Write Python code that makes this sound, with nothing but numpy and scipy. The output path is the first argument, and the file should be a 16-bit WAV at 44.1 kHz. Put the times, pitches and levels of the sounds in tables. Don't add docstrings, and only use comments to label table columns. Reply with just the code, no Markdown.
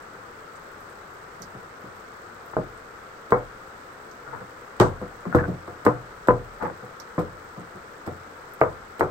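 import sys
import numpy as np
from scipy import signal
from scipy.fft import rfft, irfft
from scipy.io import wavfile
from scipy.ndimage import uniform_filter1d, minimum_filter1d

SR = 44100
rng = np.random.default_rng(int(sys.argv[2]) if len(sys.argv) > 2 else 0)


def inscribe(sig):
    pcm = np.round(np.clip(np.atleast_2d(sig).T, -1, 1) * 32767)
    wavfile.write(sys.argv[1], SR, pcm.astype(np.int16))


N = 401310
TAIL = np.arange(SR * 3 // 5) / SR

# f/Hz, relative level/dB
RAIN_SPECTRUM = [(25, -10.5), (100, -5.5), (260, -7), (380, -3), (480, 0), (620, -6), (1080, -6.5),
                 (1340, -2.5), (2000, -8), (2800, -17.5), (5000, -19.5), (6700, -21.5), (12000, -21.5),
                 (15500, -30.5)]
# f/Hz, likeness (1 = the same)
RAIN_LIKENESS = [(60, 0.87), (130, 0.89), (290, 0.9), (640, 0.32), (1400, 0), (16000, 0)]
# t/s, level/dB, f/Hz
CLOSE_DROPS = [(.567, -31, 8650), (1.14, -30, 12500), (1.42, -11.5, 6000), (2.775, -31, 8650),
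               (4.113, -25.5, 6100), (7.0, -14, 5600), (8.536, -18, 11800)]
# t/s, level/dB, brightness/dB
BUMPS = [(1.4, -53, -10), (1.548, -47.5, -6.5), (1.838, -49, -6.5), (4.41, -45.5, -4.5), (5.014, -36.5, -3),
         (5.253, -39.5, 3.5), (5.264, -48, -22.5), (5.452, -44, -1.5), (5.479, -35, -12),
         (5.677, -40.5, 0.5), (6.624, -31, 3.5), (6.828, -45, -2.5), (7.574, -46.5, -10.5),
         (7.749, -49.5, -5)]
# brightness/dB, wood note f/Hz, clack top f/Hz
BUMP_TONES = [(-13.5, 175, 910), (-2, 201, 2000), (-1, 350, 2000)]
# f/Hz, relative level/dB, time to fade 60 dB/s
SHOE_NOTES = [(200, -22.5, 0.06), (341, -3, 0.018), (533, 4, 0.012), (885, 0, 0.0082), (1400, -2, 0.0069),
              (2035, -1.5, 0.0068)]
# f/Hz, relative level/dB, time to fade 60 dB/s
STAIR_NOTES = [(41.2, -13.5, 0.96), (88.2, -5, 0.64), (105.6, -7, 0.095), (122.7, -3, 0.38),
               (158.4, -16, 0.45), (173, -14.5, 0.41), (214.2, -7.5, 0.2), (302.7, -2.5, 0.23),
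               (366, 2, 0.19), (396.5, -9.5, 0.23), (458.8, -1.5, 0.13), (492.6, 1.5, 0.23),
               (645, -14, 0.18), (714, -7.5, 0.33), (751, -11.5, 0.23), (1032.5, -5.5, 0.11),
               (1228, -6.5, 0.081), (2190, -23, 0.22)]
# f/Hz, relative level/dB
RING_SPECTRUM = [(30, -18), (60, -6.5), (130, 8), (255, 1), (320, 2), (500, 7), (800, -4), (1300, -6.5),
                 (1900, -13.5), (2700, -22), (5000, -57)]
# f/Hz, time to fade 60 dB/s
RING_FADES = [(40, 0.75), (120, 0.27), (400, 0.25), (1000, 0.27), (2500, 0.11)]
# f/Hz, likeness
RING_LIKENESS = [(60, 0.33), (130, 0.46), (300, 1.0), (650, 0.23), (1400, 0.07)]
# t/s, length/s, level/dB, squeak f/Hz
SHOE_DRAGS = [(2.528, 0.022, -40.5, 890), (4.241, 0.21, -44, 1436), (4.323, 0.048, -37.5, 930),
              (5.307, 0.11, -33.5, 1420), (5.373, .05, -28.5, 1680), (5.418, 0.05, -34.5, 1494),
              (6.589, 0.13, -32.5, 854)]
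# heel t/s, level/dB, brightness/dB, wood note f/Hz, clack top f/Hz,
# sole delay/s (negative = sole first), splash level/dB
FOOTSTEPS = [ (2.5662, -26, -.5, 625, 1370, -0.0065, -66), (3.321, -18.5, 5.5, 473, 1830, -0.016, -44),
             (4.7998, -15.5, 0, 112, 2830, -.0015, -24), (5.3467, -18.5, -4.5, 356, 1790, .001, -39),
             (5.864, -17, 3, 463, 2410, -0.014, -36), (6.2846, -14.5, 3.5, 1012, 2750, -0.013, -42),
             (7.1789, -26.5, -3, 171.4, 1990, .012, -44), (8.075, -35.5, -5.5, 368, 1920, -0.012, -46),
             (8.6136, -17, 9, 642, 2590, -0.0063, -46.5), (9.008, -22, 6, 472, 1990, -0.014, -39)]


def from_db(db):
    return 10 ** (np.asarray(db) / 20)


def rms(x):
    return np.sqrt(np.mean(x ** 2) + 1e-20)


def at_hz(points, hz):
    points = np.array(points)
    return np.interp(np.log(np.maximum(hz, 1)), np.log(points[:, 0]), points[:, 1])


def filtered(x, hz, kind, order=2):
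    return signal.sosfilt(signal.butter(order, np.minimum(hz, SR / 2 - 100), kind, fs=SR, output="sos"), x)


def resonance(x, hz, width_hz, boost_db):
    return x + from_db(boost_db) * signal.lfilter(*signal.iirpeak(hz, hz / width_hz, fs=SR), x)


def fade(t60):
    return np.exp(-np.log(1000) * TAIL / t60)


def add(out, s, sound):
    at = int(s * SR)
    part = out[:, at:at + sound.shape[-1]]
    part += sound[..., :part.shape[1]]


def stereo_noise(spectrum, likeness, size):
    hz = np.arange(size // 2 + 1) * SR / size
    alike = np.clip(at_hz(likeness, hz), -1, 1)
    mid, side = rfft(rng.standard_normal((2, size)))
    both = np.sqrt(1 + alike) * mid + np.sqrt(1 - alike) * side * [[1], [-1]]
    noise = irfft(both * from_db(at_hz(spectrum, hz)), size)
    return noise / rms(noise)


def grains(per_s, spread_db, size):
    clicks = (rng.random(size) < per_s / SR) * rng.standard_normal(size)
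    clicks *= from_db(spread_db * rng.standard_normal(size))
    return clicks / rms(clicks)


def rain():
    knots = np.arange(0, N, SR // 8)
    waver = from_db(0.11 * np.interp(np.arange(N), knots, rng.standard_normal(len(knots))))
    hiss = from_db(-44) * waver * stereo_noise(RAIN_SPECTRUM, RAIN_LIKENESS, N)
    patter = filtered(grains(per_s=250, spread_db=-1, size=(2, N)), [1500, 9000], "band")
    ticks = filtered(grains(per_s=160, spread_db=0, size=(2, N)), [7000, 15000], "band")
    spatter = rng.standard_normal(len(TAIL)) * fade(0.0033)
    ticks = signal.fftconvolve(ticks, spatter[None])[:, :N]
    return hiss + from_db(-65.5) * patter / rms(patter) + from_db(-62.5) * ticks / rms(ticks)


def plink(hz):
    echo = filtered(rng.standard_normal((2, len(TAIL))), [hz / 1.34, hz * 1.15], "band", order=3)
    ring = np.sin(2 * np.pi * hz * TAIL) * fade(0.0045) * (1 - np.exp(-TAIL / 0.00068))
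    return ring + from_db(-23.5) * echo / rms(echo) * fade(0.1)


def drops(droplet_hz=11900, strays_per_s=2.5):
    out = np.zeros((2, N))
    for s, db, hz in CLOSE_DROPS:
        add(out, s, from_db(db) * (plink(hz) + from_db(-5.5) * plink(droplet_hz)))
    for _ in range(int(strays_per_s * N / SR)):
        s = rng.uniform(0, N / SR)
        db = -31 + 3.5 * rng.normal()
        add(out, s, from_db(db) * plink(rng.uniform(7000, 14000)))
    return out


def struck(notes, spread_db, spread_pitch):
    sound = np.zeros(len(TAIL))
    for k, (hz, db, t60) in enumerate(notes):
        strength = (-1) ** k * from_db(db + spread_db * rng.normal())
        pitch = hz * (1 + spread_pitch * rng.normal())
        sound += strength * fade(t60) * np.sin(2 * np.pi * pitch * TAIL)
    return sound


def dense_ring():
    size = len(TAIL)
    spectrum = rfft(stereo_noise(RING_SPECTRUM, RING_LIKENESS, size))
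    hz = np.arange(spectrum.shape[1]) * SR / size
    octave = np.log2(np.maximum(hz, 1) / 20)
    bands = (irfft(spectrum * np.maximum(1 - abs(octave - k), 0), size) for k in range(10))
    return sum(band * fade(at_hz(RING_FADES, 20 * 2 ** k)) for k, band in enumerate(bands))


def early_db(x, band):
    return 20 * np.log10(rms(filtered(x[:, TAIL < .06], band, "band", order=3)))


def shape_tone(x, curve):
    size = 2 * x.shape[-1]
    hz = np.arange(size // 2 + 1) * SR / size
    cepstrum = irfft(np.log(from_db(at_hz(curve, hz))), size)
    cepstrum[1:] *= 1 + np.sign(size // 2 - np.arange(1, size))
    return irfft(rfft(x, size) * np.exp(rfft(cepstrum)), size)[..., :size // 2]


def knock(level_db, bright_db, spot_hz, top_hz, contact_db):
    hard_db = contact_db + 6 * np.log2(spot_hz / 464)
    heel = filtered(struck(SHOE_NOTES, spread_db=1, spread_pitch=.04), 78, "high")
    heel *= from_db(hard_db + 19) * (1 - np.exp(-TAIL / 0.0015))
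    wall_echo = from_db(-13) * np.interp(TAIL - 0.022, TAIL, heel, left=0)
    spot = from_db(9) * np.sin(2 * np.pi * spot_hz * TAIL) * fade(0.14)
    stairs = struck(STAIR_NOTES, spread_db=5, spread_pitch=0.0047) + spot + from_db(7.5) * dense_ring()
    rise_s = 0.0016 * from_db(-hard_db)
    sound = heel + wall_echo + stairs * (1 - np.exp(-TAIL / rise_s))

    thump_db = level_db - 3.5 - bright_db
    clack_db = level_db - 5.5 + 0.45 * bright_db
    low = thump_db - early_db(sound, [30, 260])
    middle = level_db - early_db(sound, [260, 750])
    high = clack_db - early_db(sound, [750, 2600])
    weight_db = (level_db + thump_db) / 2
    firm_step_db = -20
    shake = -40 + 1.09 * (weight_db - firm_step_db) - early_db(sound, [30, 65])
    deep = low + 0.53 * min(bright_db, 0)
    curve = [(55, shake), (80, min(shake, deep) - 2.5), (110, deep), (160, low), (260, low),
             (400, middle), (700, middle), (880, high)]
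    treble_cut = [(1.22 * top_hz, high), (1.09 * top_hz, high - 21), (3 * top_hz, high - 52)]
    return shape_tone(sound, curve + treble_cut)


def splat(splash_db):
    burst = grains(per_s=9600, spread_db=1, size=(2, len(TAIL))) * (1 - np.exp(-TAIL / 0.004))
    splash = filtered(burst * (fade(0.0095) + from_db(-23) * fade(0.21)), [2000, 9000], "band")
    spray = filtered(burst * (fade(0.046) + from_db(-8) * fade(0.14)), [7000, 13500], "band")
    spray_db = min(splash_db + 1, -34.5)
    return sum(from_db(db) * water / rms(water[1, TAIL < .012])
               for db, water in ((splash_db, splash), (spray_db, spray)))


def bumps():
    out = np.zeros((2, N))
    brightness, *pitches = np.transpose(BUMP_TONES)
    for s, level_db, bright_db in BUMPS:
        spot_hz, top_hz = (np.interp(bright_db, brightness, hz) for hz in pitches)
        bump = knock(level_db, bright_db, spot_hz, top_hz, contact_db=-0.5)
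        add(out, s, bump + splat(level_db - 18))
    return out


def scuffs():
    out = np.zeros((2, N))
    for s, length, db, hz in SHOE_DRAGS:
        stroke = np.hanning(int(length * SR)) ** .5
        slips = grains(per_s=1200, spread_db=8, size=(2, len(stroke)))
        grit = resonance(filtered(slips, [600, 1900], "band", order=4), hz, width_hz=52, boost_db=13)
        add(out, s, from_db(db) * stroke * grit / rms(grit))
        wood = signal.fftconvolve(filtered(dense_ring(), [110, 700], "band"), stroke * slips[:1])
        add(out, s, from_db(db - 7) * wood / rms(wood[:, :len(stroke)]))
    return out


def footsteps():
    out = np.zeros((2, N))
    for s, level_db, bright_db, spot_hz, top_hz, sole_delay, splash_db in FOOTSTEPS:
        add(out, s, knock(level_db, bright_db, spot_hz, top_hz, contact_db=3))
        tap_db = min(splash_db + 3, -31)
        tap = knock(tap_db, 0, spot_hz, top_hz, contact_db=-8)
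        add(out, s + sole_delay, tap + splat(splash_db))
    return out


def scene():
    return rain() + footsteps() + bumps() + scuffs() + drops()


def muffled_port(x, hz, q, leak_db):
    w = 2 * np.tan(np.pi * hz / SR)
    muffled = signal.lfilter(*signal.bilinear([w * w], [1, w / q, w * w], 1), x)
    return muffled + from_db(leak_db) * x


def open_port(x, notch_hz, q):
    lifted = resonance(x, 8270, width_hz=1180, boost_db=5)
    return signal.lfilter(*signal.iirnotch(notch_hz, q, fs=SR), lifted)


def limited(x, ceiling, size):
    room = np.minimum(1, ceiling / (abs(x) + 1e-9))
    return x * uniform_filter1d(minimum_filter1d(room, size), size)


def record(dry):
    left = muffled_port(dry[0], hz=1324, q=2.08, leak_db=-32.5)
    right = open_port(dry[1], notch_hz=10230, q=1.126)
    top_cut = signal.ellip(10, .1, 80, 16000, fs=SR, output="sos")
    return signal.sosfilt(top_cut, limited(np.array([left, right]), ceiling=.89, size=130))


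dry = scene()
out = record(dry)
inscribe(out)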